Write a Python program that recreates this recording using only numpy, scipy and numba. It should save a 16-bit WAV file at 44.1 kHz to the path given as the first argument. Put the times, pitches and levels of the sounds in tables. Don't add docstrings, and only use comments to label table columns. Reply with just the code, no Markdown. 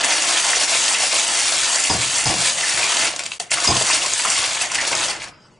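import sys
import numpy as np
from scipy import signal
from scipy.fft import rfft, irfft
from scipy.io import wavfile
from scipy.ndimage import uniform_filter1d
from numba import njit

SR = 44100
rng = np.random.default_rng(int(sys.argv[2]) if len(sys.argv) > 2 else 0)


def field_ratio(decibels):
    return 10 ** (np.asarray(decibels, dtype=float) / 20)


def store_wav(level_fs):
    pcm = np.round(np.clip(np.atleast_2d(level_fs), -1, 1) * 32767)
    wavfile.write(sys.argv[1], SR, pcm.T.astype(np.int16))


N = 246519
LEFT_RIGHT = np.array([[1], [-1]])


def table(rows, hz):
    f, db = np.transpose(rows)
    return np.interp(np.log(np.maximum(hz, 1)), np.log(f), db)


def shape(x, rows):
    return irfft(rfft(x) * field_ratio(table(rows, np.fft.rfftfreq(N, 1 / SR))), N)


def coloured(rows):
    return shape(rng.standard_normal(N), rows)


def level(x, db):
    return x * field_ratio(db) / np.sqrt(np.mean(x ** 2))


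def walk(rate):
    hold = int(SR / rate)
    steps = np.repeat(rng.standard_normal(N // hold + 1), hold)
    return uniform_filter1d(steps, hold)[:N]


@njit
def grains(start, hz, t60, size, phase, rise):
    out = np.zeros(N)
    for k in range(len(start)):
        turn = np.exp(2j * np.pi * hz[k] / SR - np.log(1000) / (t60[k] * SR))
        tone = size[k] * np.exp(1j * phase[k])
        shut, closing = 1., np.exp(-hz[k] / (rise * SR))
        for i in range(start[k], min(N, start[k] + int(t60[k] * SR))):
            out[i] += tone.imag * (1 - shut)
            tone, shut = tone * turn, shut * closing
    return out


def ring(s, hz, t60, db, rise=0.24):
    start = np.clip(s * SR, 0, N - 1).astype(np.int64)
    phase = rng.uniform(0, 2 * np.pi, len(start))
    return grains(start, np.clip(hz, 20, .45 * SR), t60, field_ratio(db), phase, float(rise))


def hands(s):
    # time in seconds, pressure in dB, breadth in dB.
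    press = [(0.0, -20.5, 3.5), (0.45, -22, -0.5), (1.75, -23.5, -2.5), (2.42, -26, -1), (2.56, -26, -2),
             (3.069, -21, 2.5), (3.109, -33, 1), (3.491, -50.5, -2.5), (3.518, -22, -7.5),
             (3.92, -23, -0.5), (4.1, -29, -3.5), (4.4, -23, -1), (4.75, -29, 4.5), (5.1, -22.5, 1),
             (5.14, -33, 8), (5.29, -40, 8), (5.32, -63, 1), (5.59, -61.5, 5)]
    # middle in seconds, change in dB, half length in seconds, added breadth in dB.
    grips = [(0.025, -9.5, 0.014, 7), (0.37, 1.5, 0.062, 0), (0.42, -3, 0.03, -3.5),
             (0.658, -6.5, 0.025, -3), (1.824, -3.5, 0.027, -1.5), (1.934, 0.5, 0.043, 0.5),
             (2.246, -7, 0.019, 9), (2.28, 2.5, 0.076, 0.5), (2.458, 5, 0.12, -2), (2.54, -7, 0.043, -3),
             (3.206, 12, 0.018, 4.5), (3.327, 2.5, 0.056, -3), (3.414, 12.5, 0.045, -2),
             (3.538, 7, 0.011, -6), (3.56, -4, 0.14, 10), (3.729, -0.5, 0.07, 5), (3.843, -3.5, 0.037, 3),
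             (3.948, 5, 0.049, 1), (4.548, -4, 0.1, -2), (4.62, 6, 0.018, -3), (4.697, -7, 0.038, -2),
             (4.753, 6.5, 0.011, -10), (4.8, -3, 0.014, 1), (4.819, 4.5, 0.012, 1.5),
             (4.835, 1.5, 0.011, 4), (4.889, 0, 0.035, -3), (4.93, 4.5, 0.013, 6), (4.949, -0.5, 0.015, 8),
             (5.078, -7.5, 0.032, -1.5), (5.18, -2.5, 0.023, 5.5), (.003, -12, 0.0041, 2),
             (0.286, -1, .07, -1.5), (0.756, 4, 0.034, 0.5), (0.992, -2.5, 0.039, 3),
             (1.1, -5.5, 0.027, -4), (1.202, -1.5, 0.064, 0), (1.256, -1, 0.023, 4),
             (1.374, 1.5, 0.037, 1.5), (1.68, 0.5, 0.034, 3.5), (2.086, -2.5, 0.018, 3),
             (2.66, -1, 0.05, 0), (3.382, -11, .02, 1), (4.11, 2, 0.045, 0.5), (4.272, 3, .03, 5),
             (5.23, 1.5, .03, -1)]
    t, press_db, broad_db = np.transpose(press)
    press_db, broad_db = np.interp(s, t, press_db), np.interp(s, t, broad_db)
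    for at, change_db, half_s, more_db in grips:
        near = np.clip(1 - abs(s - at) / half_s, 0, 1)
        press_db = press_db + change_db * near
        broad_db = broad_db + more_db * near
    return press_db, broad_db


def crackle(cycles=9.2, uneven_db=1.23, burst_db=1.12, flurry_db=1.0, patch_db=1.04, low_patch_db=1.0,
            gain_db=-6.5, count=60000):
    # pitch in Hz, level in dB per Hz.
    paper_tone = [(88, -53), (150, -16.5), (320, 5.5), (450, -19), (680, 6.5), (1000, 1.5), (1500, 6),
                  (6610, 10.5), (9780, 7), (10500, -7.5), (13600, -48.5), (22000, -120)]
    when, size, luck = rng.random((count, 3)).T
    s = when * N / SR
    hz = 150 * (10800 / 150) ** (size ** .5)
    press_db, broad_db = hands(s)
    octave = np.log2(hz / 2800)
    tilt = np.clip(-octave / 3.5, 0, 1) * broad_db
    tilt += np.clip(octave / 2.4, 0, 1) * (-1.16 * broad_db + 5.0)
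    at = (s * SR).astype(int)
    patches = np.array([walk(45) for _ in range(12)])[(size * 12).astype(int), at]
    db = table(paper_tone, hz) + 10 * np.log10(hz / 3000) + press_db + tilt
    db += burst_db * walk(55)[at] + flurry_db * walk(300)[at]
    db += (patch_db + low_patch_db * (hz < 900)) * patches
    db -= uneven_db * np.log(luck)
    return ring(s, hz, cycles / hz, db + gain_db)


def thrum(share=0.3, gain_db=-47.0, rise_db_per_s=1.13, flicker_db=-2.5):
    t = np.arange(N) / SR
    press_db, broad_db = hands(t)
    db = share * (press_db + broad_db) + flicker_db * walk(17) + rise_db_per_s * t
    rumble = coloured([(15, -16.0), (30, -6), (70, -5.0), (130, 0.5), (220, -4.5), (400, -28.5)])
    return level(rumble, gain_db) * field_ratio(db)


def kitchen():
    # pitch in Hz, level in dB per Hz.
    hum_tone = [(18, -31.5), (30, -15), (130, 1.5), (636, -5.5), (718, -18), (852, -7), (1360, -18.5),
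                (3190, -25.5), (10300, -25.5), (13400, -60), (22000, -120)]
    mid, side = coloured(hum_tone), coloured(hum_tone)
    return level(mid + 0.14 * side * LEFT_RIGHT, -54.5)


def snaps(spread_s=0.0022, late_rise_db=1.5, width=0.3, tick_share=0.52, cycles=4.8, gain_db=-10.5, count=30):
    # start in seconds, peak in dB, pitch in Hz, low body in dB.
    pressed = [(0.0438, 6.5, 7450, -18), (0.2234, -4, 7160, -22), (0.2848, -15, 4810, -25),
               (0.3626, -11, 8000, -32), (0.5197, -11, 2820, -27), (0.5661, -5, 5700, 1.5),
               (0.6778, -12, 3670, -7), (0.7986, -8, 3900, 1), (0.844, -14, 4650, -20),
               (0.8799, 4, 4930, -17.5), (1.052, -10, 6800, -21), (1.1268, -10.5, 5930, -11),
               (1.1578, -17, 4800, 3), (1.2855, -7, 6600, -22), (1.3414, -10, 6740, -17),
               (1.4546, -8, 7000, -27), (1.5219, 0, 4760, -15), (1.7564, 4, 6500, -10),
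               (1.8033, -9, 7200, -30), (1.8985, -1.5, 5500, -33), (1.938, -1.5, 6800, -19),
               (2.0458, 0, 7000, -24), (2.157, 5, 6600, -45), (2.2386, 4, 9100, -34),
               (2.2555, -11, 5800, 2), (2.339, 0, 5670, -9), (2.6084, -6.5, 4340, -37),
               (2.774, 0.5, 6600, -16), (2.9204, 5, 6400, -17.5), (2.9682, 2.5, 4530, -38)]
    springing = [(3.1353, -10, 3130, -1), (3.162, 0, 6900, -24), (3.192, 1, 7500, -19),
                 (3.2363, -6, 5900, -16), (3.256, -8, 6270, -40), (3.263, -1, 6800, -37),
                 (3.3175, -8.5, 4530, -38), (3.3323, -13, 3300, -19), (3.3991, 4.5, 8500, -22),
                 (3.402, -6, 4500, -26), (3.506, -6.5, 8330, -16.5), (3.5156, 5, 6360, -35),
                 (3.53, -18, 5200, -24), (3.538, -19, 4800, -31), (3.5835, -6, 2400, -19),
                 (3.6016, -0.5, 7500, -28), (5.109, -4, 5500, -27), (5.219, -17, 1980, -16.5),
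                 (5.241, -11, 6940, -29), (5.2026, -19, 4200, -26), (5.454, -41, 5050, -2.5)]
    creased = [(3.6465, 0, 6860, -27), (3.676, -8, 5200, -4.5), (3.7658, 7.5, 6350, -21.5),
               (3.8082, 0, 5930, 0), (3.822, 5.5, 6800, -20), (3.8687, -6, 5370, -12),
               (3.8896, -20, 4840, -19), (4.034, -2.5, 5770, -6.5), (4.0608, 2.5, 6600, -8.5),
               (4.1784, 0, 6600, -25), (4.1962, -6, 2360, -19), (4.255, -12, 1200, 3),
               (4.3014, 4.5, 6700, -22), (4.345, -13, 6730, -20), (4.3867, -1, 4270, -11),
               (4.5241, -16, 6450, -18), (4.5482, -1.5, 6500, -31), (4.6122, -5, 4800, -2.5),
               (4.632, -16.5, 2420, -5), (4.717, -1, 8100, -26), (4.745, -19, 2550, -10),
               (4.7522, -5, 2510, -11), (4.787, -12, 2000, -22), (4.812, -13, 4800, -21),
               (4.851, -11, 3300, -22), (4.8746, 4, 6660, -15), (4.9152, 1, 8500, -22),
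               (4.9516, 0.5, 5700, -36), (5.0374, -11, 4340, -19), (5.0796, -12, 5400, -29)]
    groups = (pressed, springing, creased)
    s, peak_db, hz, body_db = np.repeat(np.vstack(groups).T, count, axis=1)
    stray, delay, uneven = rng.standard_normal((len(s), 3)).T
    pitch = np.minimum(hz * 2 ** (width * stray), 10500)
    brief = np.repeat([1, tick_share, 1], [count * len(rows) for rows in groups])
    late = brief * abs(delay) ** 1.4
    crisp_db = peak_db + gain_db + late_rise_db * late + 0.53 * uneven
    crisp = ring(s + spread_s * late, pitch, cycles / pitch, crisp_db)
    low = 800 * 2 ** (0.51 * stray)
    body = ring(s + 0.00195 + 0.00407 * abs(uneven), low, 6.4 / low, peak_db + body_db - 20.0)
    return crisp + body


def volley(rows, octaves, spread_s, cycles, gain_db, count=12):
    s, peak_db, hz = np.repeat(np.transpose(rows), count, axis=1)
    stray, delay = rng.standard_normal((len(s), 2)).T
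    pitch = np.minimum(hz * 2 ** (octaves * stray), 10500)
    late = delay ** 2
    return ring(s + spread_s * late, pitch, cycles / pitch, peak_db + gain_db - 1.7 * late)


def pops():
    # start in seconds, peak in dB, pitch in Hz.
    pop_rows = [(0.0382, -9.5, 1960), (0.2169, -11, 2460), (0.4314, -11, 1910), (0.532, -6, 2010),
                (0.6769, -15.5, 1700), (0.8809, -20, 2180), (0.946, -4, 2930), (1.1174, -10, 2600),
                (1.1633, -9, 2780), (1.6322, -12.5, 1680), (1.8507, -12, 2980), (1.872, -13, 2200),
                (1.9614, -31, 2020), (2.0153, -15, 1870), (2.3396, -10, 2570), (2.4289, -21, 1850),
                (2.4598, -24, 2510), (2.5501, -16.5, 2680), (2.6908, -13, 1800), (2.726, -16.5, 1680),
                (2.7744, -9.5, 2060), (2.8714, -27, 2450), (2.9282, -12, 2550), (3.0041, -26, 1800),
                (3.1935, -15, 2760), (3.26, -19, 2830), (3.3179, -13, 2650), (3.3997, -18, 2650),
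                (3.4955, -21, 2430), (3.5163, -9.5, 2330), (3.5855, -15.5, 1430), (4.0188, -7, 2920),
                (4.1599, -15, 1990), (4.1954, -8, 2400), (4.2467, -11, 2480), (4.281, -10.5, 2860),
                (4.357, -11, 2250), (4.5695, -11, 1980), (4.6126, -12, 2400), (4.7007, -15, 2390),
                (4.7387, -13.5, 2870), (4.787, -13, 1920), (4.8416, -19.5, 1560), (4.9433, -16, 2790),
                (5.0275, -15, 2680)]
    return volley(pop_rows, octaves=0.14, spread_s=.004, cycles=19.3, gain_db=-9.5)


def flaps():
    # start in seconds, peak in dB, pitch in Hz.
    flap_rows = [(0.041, -22, 1270), (0.119, -14.5, 970), (0.33, -20, 653), (0.447, -13, 950),
                 (0.533, -10.5, 1010), (0.698, -17, 810), (0.824, -22, 885), (0.907, -14, 1040),
                 (1.033, -13, 697), (1.078, -25, 859), (1.128, -15, 676), (1.32, -21, 813),
                 (1.519, -14.5, 700), (1.905, -26, 714), (2.262, -14, 730), (2.305, -12, 760),
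                 (2.55, -21.5, 573), (2.783, -25, 735), (2.924, -10, 1250), (3.4, -17, 695),
                 (3.51, -22.5, 680), (3.572, -11.5, 1240), (3.644, -12, 1110), (3.676, -19, 1030),
                 (3.725, -10, 1250), (3.764, -17, 680), (3.814, -15, 687), (3.898, -10, 1130),
                 (4.048, -16.5, 985), (4.195, -17, 985), (4.25, -9, 1230), (4.375, -14, 1090),
                 (4.422, -18, 1140), (4.631, -15.5, 784), (4.717, -18, 1100), (4.871, -23, 690),
                 (4.911, -19, 855), (4.99, -23, 875), (5.054, -18, 554), (5.093, -17, 980)]
    return volley(flap_rows, octaves=.1, spread_s=.007, cycles=17.7, gain_db=-11.)


def cracks():
    # start in seconds, peak in dB, pitch in Hz.
    crack_rows = [(0.0438, -8, 7590), (0.1057, -20, 4770), (0.157, -15, 6650), (0.204, -4, 7100),
                  (0.2224, -4, 6730), (0.2848, -11, 4830), (0.3411, -11, 4540), (0.4474, -14, 7130),
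                  (0.5197, -13, 7110), (0.5661, -1, 5810), (0.6205, -13, 7530), (0.6764, -12, 4000),
                  (0.6943, 1, 6730), (0.741, 0, 8940), (0.8275, -17.5, 4860), (0.8495, -6, 9060),
                  (0.8719, -14, 4730), (0.9457, -14, 6420), (1.0016, -4, 6570), (1.0221, -4, 4730),
                  (1.051, -11, 6090), (1.075, -9, 6650), (1.1109, -15, 6410), (1.1268, -8, 5810),
                  (1.1563, -12, 4860), (1.1717, -14, 7050), (1.218, -17, 4580), (1.2844, -13, 5700),
                  (1.2984, -5, 6620), (1.3199, -6, 5620), (1.3414, -13, 6490), (1.3574, -10, 5110),
                  (1.3974, -4, 5800), (1.4546, -6, 6720), (1.523, -3, 4800), (1.5958, -21, 4020),
                  (1.6336, -3, 6060), (1.7195, -4, 7300), (1.7564, -13, 6390), (1.8033, 2, 7120),
                  (1.8396, 4, 6590),
                  (1.8983, -6, 5100), (1.9387, -6, 6360), (1.9896, -10, 6340), (2.047, -5.5, 7000),
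             (2.1503, -7, 5960), (2.1837, 3, 6500), (2.256, 3, 5030), (2.2835, -13, 5090),
             (2.6097, -2, 4500), (2.7743, -6, 6580), (2.8751, -10, 6480), (3.162, -15, 5470),
             (3.1929, -14, 7310), (3.2355, -7, 5920), (3.2607, -8, 6350), (3.3171, -17, 3720),
             (3.399, -18, 8630), (3.5107, -3.5, 6400), (3.573, -10, 6690), (3.603, -11, 5170),
             (3.6429, 2, 7140), (3.6773, -5, 4950), (3.7571, -11, 8180), (3.8684, -6.5, 4970),
             (4.033, -10, 5840), (4.1353, 6, 7000), (4.1597, -13, 7960), (4.1782, -13, 6430),
             (4.253, 2, 8290), (4.3438, -7, 6800), (4.5478, -15, 4000), (4.6057, -9, 4790),
             (4.6995, -15, 8290), (4.7159, -10, 8090), (4.7459, 0, 6860), (4.7863, -9, 3550),
             (4.8132, -5, 7000), (4.8506, -7, 3300), (4.8701, -4, 6970), (4.9514, 2, 5850),
             (5.0372, -5, 4340), (5.108, -15, 5060)]
    return volley(np.array(crack_rows), octaves=0.18, spread_s=0.0011, cycles=9.2, gain_db=-7.5)


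def rattles():
    # start in seconds, peak in dB, pitch in Hz.
    buzzes = [(.058, -23, 752), (.3, -14, 1600), (.72, -24.5, 680), (.965, -21, 3580), (1.35, -10, 5100),
              (2.63, -12.5, 1930), (2.79, -16, 2120), (2.83, -9.5, 2490), (2.922, -19.5, 1230),
              (2.955, -17, 1190), (2.995, -4, 5140), (3.52, -21, 675), (3.91, -10, 2700),
              (4.255, -20, 1170), (4.612, -20, 2560), (4.635, -13.5, 2130), (4.785, -8.5, 1940),
              (4.812, -16, 2200), (4.84, -16, 1620), (4.912, -22, 860), (4.94, -24, 890), (4.99, -26, 815),
              (5.08, -5, 5100)]
    return volley(buzzes, octaves=0.073, spread_s=.016, cycles=28.6, gain_db=-10.5, count=20)


def knocks(tin_db=-15.0, rim_db=-9.5, boom_db=-3.0, rattle_s=0.008, count=7):
    # start in seconds, peak in dB, rim ring in dB, counter boom in dB.
    hits = [(1.897, -10, -2.5, -15), (4.275, -35, -1, -3), (1.94, -17.5, -9, -8), (2.256, -13, -2, -7),
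            (2.297, -11.5, -7, -26), (2.352, -30, -8, 0.5), (2.734, -37, 8, -3.5), (3.674, -10, 3, -10.5),
            (3.7, -11, -20, -14), (3.755, -14.5, -16, -18)]
    # pitch in Hz, level in dB, time to fade by 60 dB in seconds.
    tin_floor = [(240, -1, 0.044), (335, -5, 0.13), (447, -9, 0.12), (571, -10, 0.098), (712, -2, 0.09),
                 (764, -2.5, 0.11), (840, -6.5, 0.045), (1042, 0, 0.077)]
    rim = [(5100, -3.5, 0.038), (4970, 3, 0.037), (6400, -1.5, 0.049)]
    counter = [(72, -10, 0.18), (100.7, -7.5, 0.31), (123.8, -7.5, 0.41), (178, -3, 0.13)]
    start, peak_db, ring_db, low_db = np.repeat(hits, count, axis=0).T
    parts = ((tin_floor, tin_db, .07, .16),
             (rim, rim_db + ring_db, .008, .16),
             (counter, boom_db + low_db, .04, .6))
    out = 0
    for modes, part_db, stray, rise in parts:
        hz, mode_db, t60 = np.tile(np.transpose(modes), len(start))
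        detune, uneven, delay = rng.standard_normal((len(hz), 3)).T
        s = np.repeat(start, len(modes)) + rattle_s * delay ** 2
        db = np.repeat(peak_db + part_db, len(modes)) + mode_db + 0.71 * uneven
        out = out + ring(s, hz * (1 + stray * detune), t60, db, rise=rise)
    return out


def slide(patchy_db=4.5):
    # time in seconds, level in dB.
    strokes = [(5.3, -56), (5.34, -51), (5.4, -53.5), (5.44, -50.5), (5.47, -54), (5.5, -61), (5.54, -71),
               (5.59, -70)]
    # pitch in Hz, width in Hz, level in dB.
    rubbed = [(1310, 840, -5), (3100, 200, -12.5), (5000, 340, -3), (5500, 120, -10), (6600, 120, -18),
              (8500, 300, -21)]
    t, db = np.transpose(strokes)
    f, noise = np.fft.rfftfreq(N, 1 / SR), rfft(rng.standard_normal(N))
    hiss = 0
    for hz, width, top_db in rubbed:
        tone = irfft(noise * field_ratio(top_db) / (1 + (2 * (f - hz) / width) ** 2), N)
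        hiss = hiss + tone * field_ratio(patchy_db * walk(25))
    return level(hiss, 0) * field_ratio(np.interp(np.arange(N) / SR, t, db, left=-90))


def room(x, early_db=-18.5, early_t60=0.018, dull_db=-8.0, dull_t60=0.52, bright_db=-8.0, bright_t60=0.11,
         count=7):
    t = np.arange(int(.5 * SR)) / SR

    def fade(db, t60):
        return field_ratio(db - 60 * t / t60) * np.sqrt(2 * np.log(1000) / (t60 * SR))

    place = np.arange(N) / SR / .06 % count
    low_pass = signal.butter(2, 2500, fs=SR, output="sos")
    out = np.array([x, x])
    for k in range(count):
        mid, side = rng.standard_normal((2, len(t)))
        noise = mid + .53 * side * LEFT_RIGHT
        dull = signal.sosfilt(low_pass, noise)
        echo = fade(early_db, early_t60) * noise + fade(dull_db, dull_t60) * dull
        echo += fade(bright_db, bright_t60) * (noise - dull)
        away = abs((place - k + count / 2) % count - count / 2)
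        here = np.cos(np.pi / 2 * np.minimum(away, 1))
        out += signal.fftconvolve((x * here)[None], echo, axes=1)[:, :N]
    return out


def ports(x):
    # pitch in Hz, level in dB.
    side_tone = [(60, -6), (300, 0.5), (1500, -1.5), (2700, 0.5), (3400, 1.5), (4000, 1), (4900, -8),
                 (5800, -4.5), (8000, 2.5), (9500, -1.5), (10500, 1)]
    side = (x[0] - x[1]) / 2
    return x + (shape(side, side_tone) - side) * LEFT_RIGHT


def scene():
    # pitch in Hz, level in dB.
    sheet = [(100, -23.5), (250, -7), (340, -2), (440, -2.5), (520, 1), (600, -0.5), (690, 1.5),
             (790, -0.2), (1050, 1), (1450, 0.24), (2500, 1), (4200, -1), (20000, 1.6)]
    paper = shape(crackle() + snaps() + pops() + flaps() + cracks() + rattles(), sheet)
    near = ports(room(paper + knocks() + slide() + thrum()))
    bass = signal.sosfilt(signal.butter(1, 260, fs=SR, output="sos"), near)
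    return (near + 0.055 * bass * LEFT_RIGHT) * field_ratio(.35 * LEFT_RIGHT) + kitchen()


def hush(x, gate_db=-86., depth_db=-14., size=1024):
    f, _, cells = signal.stft(x, SR, nperseg=size)
    strength = uniform_filter1d(abs(cells).mean(axis=0), size=3, axis=1)
    keep = np.clip(1 - (field_ratio(gate_db) / (strength + 1e-12)) ** 2, field_ratio(depth_db), 1)
    keep[f < 1200] = 1
    return signal.istft(cells * keep, SR, nperseg=size)[1][:, :N]


def band_limit(x):
    return signal.sosfilt(signal.butter(12, 11610, fs=SR, output="sos"), x)


def record(dry):
    # middle in seconds, half width in seconds, depth in dB.
    mutes = [
        (3.39, 0.0043, -42),
        (3.498, 0.0054, -9),
    ]
    t = np.arange(N) / SR
    mute_db = sum(db * np.exp(-((t - s) / half_s) ** 2) for s, half_s, db in mutes)
    x = hush(np.tanh(1.9 * dry * field_ratio(mute_db)) / 1.7)
    x = signal.sosfilt(signal.ellip(10, .3, 60, 10250, fs=SR, output="sos"), x)
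    return band_limit(x)


dry = scene()
out = record(dry)
store_wav(out)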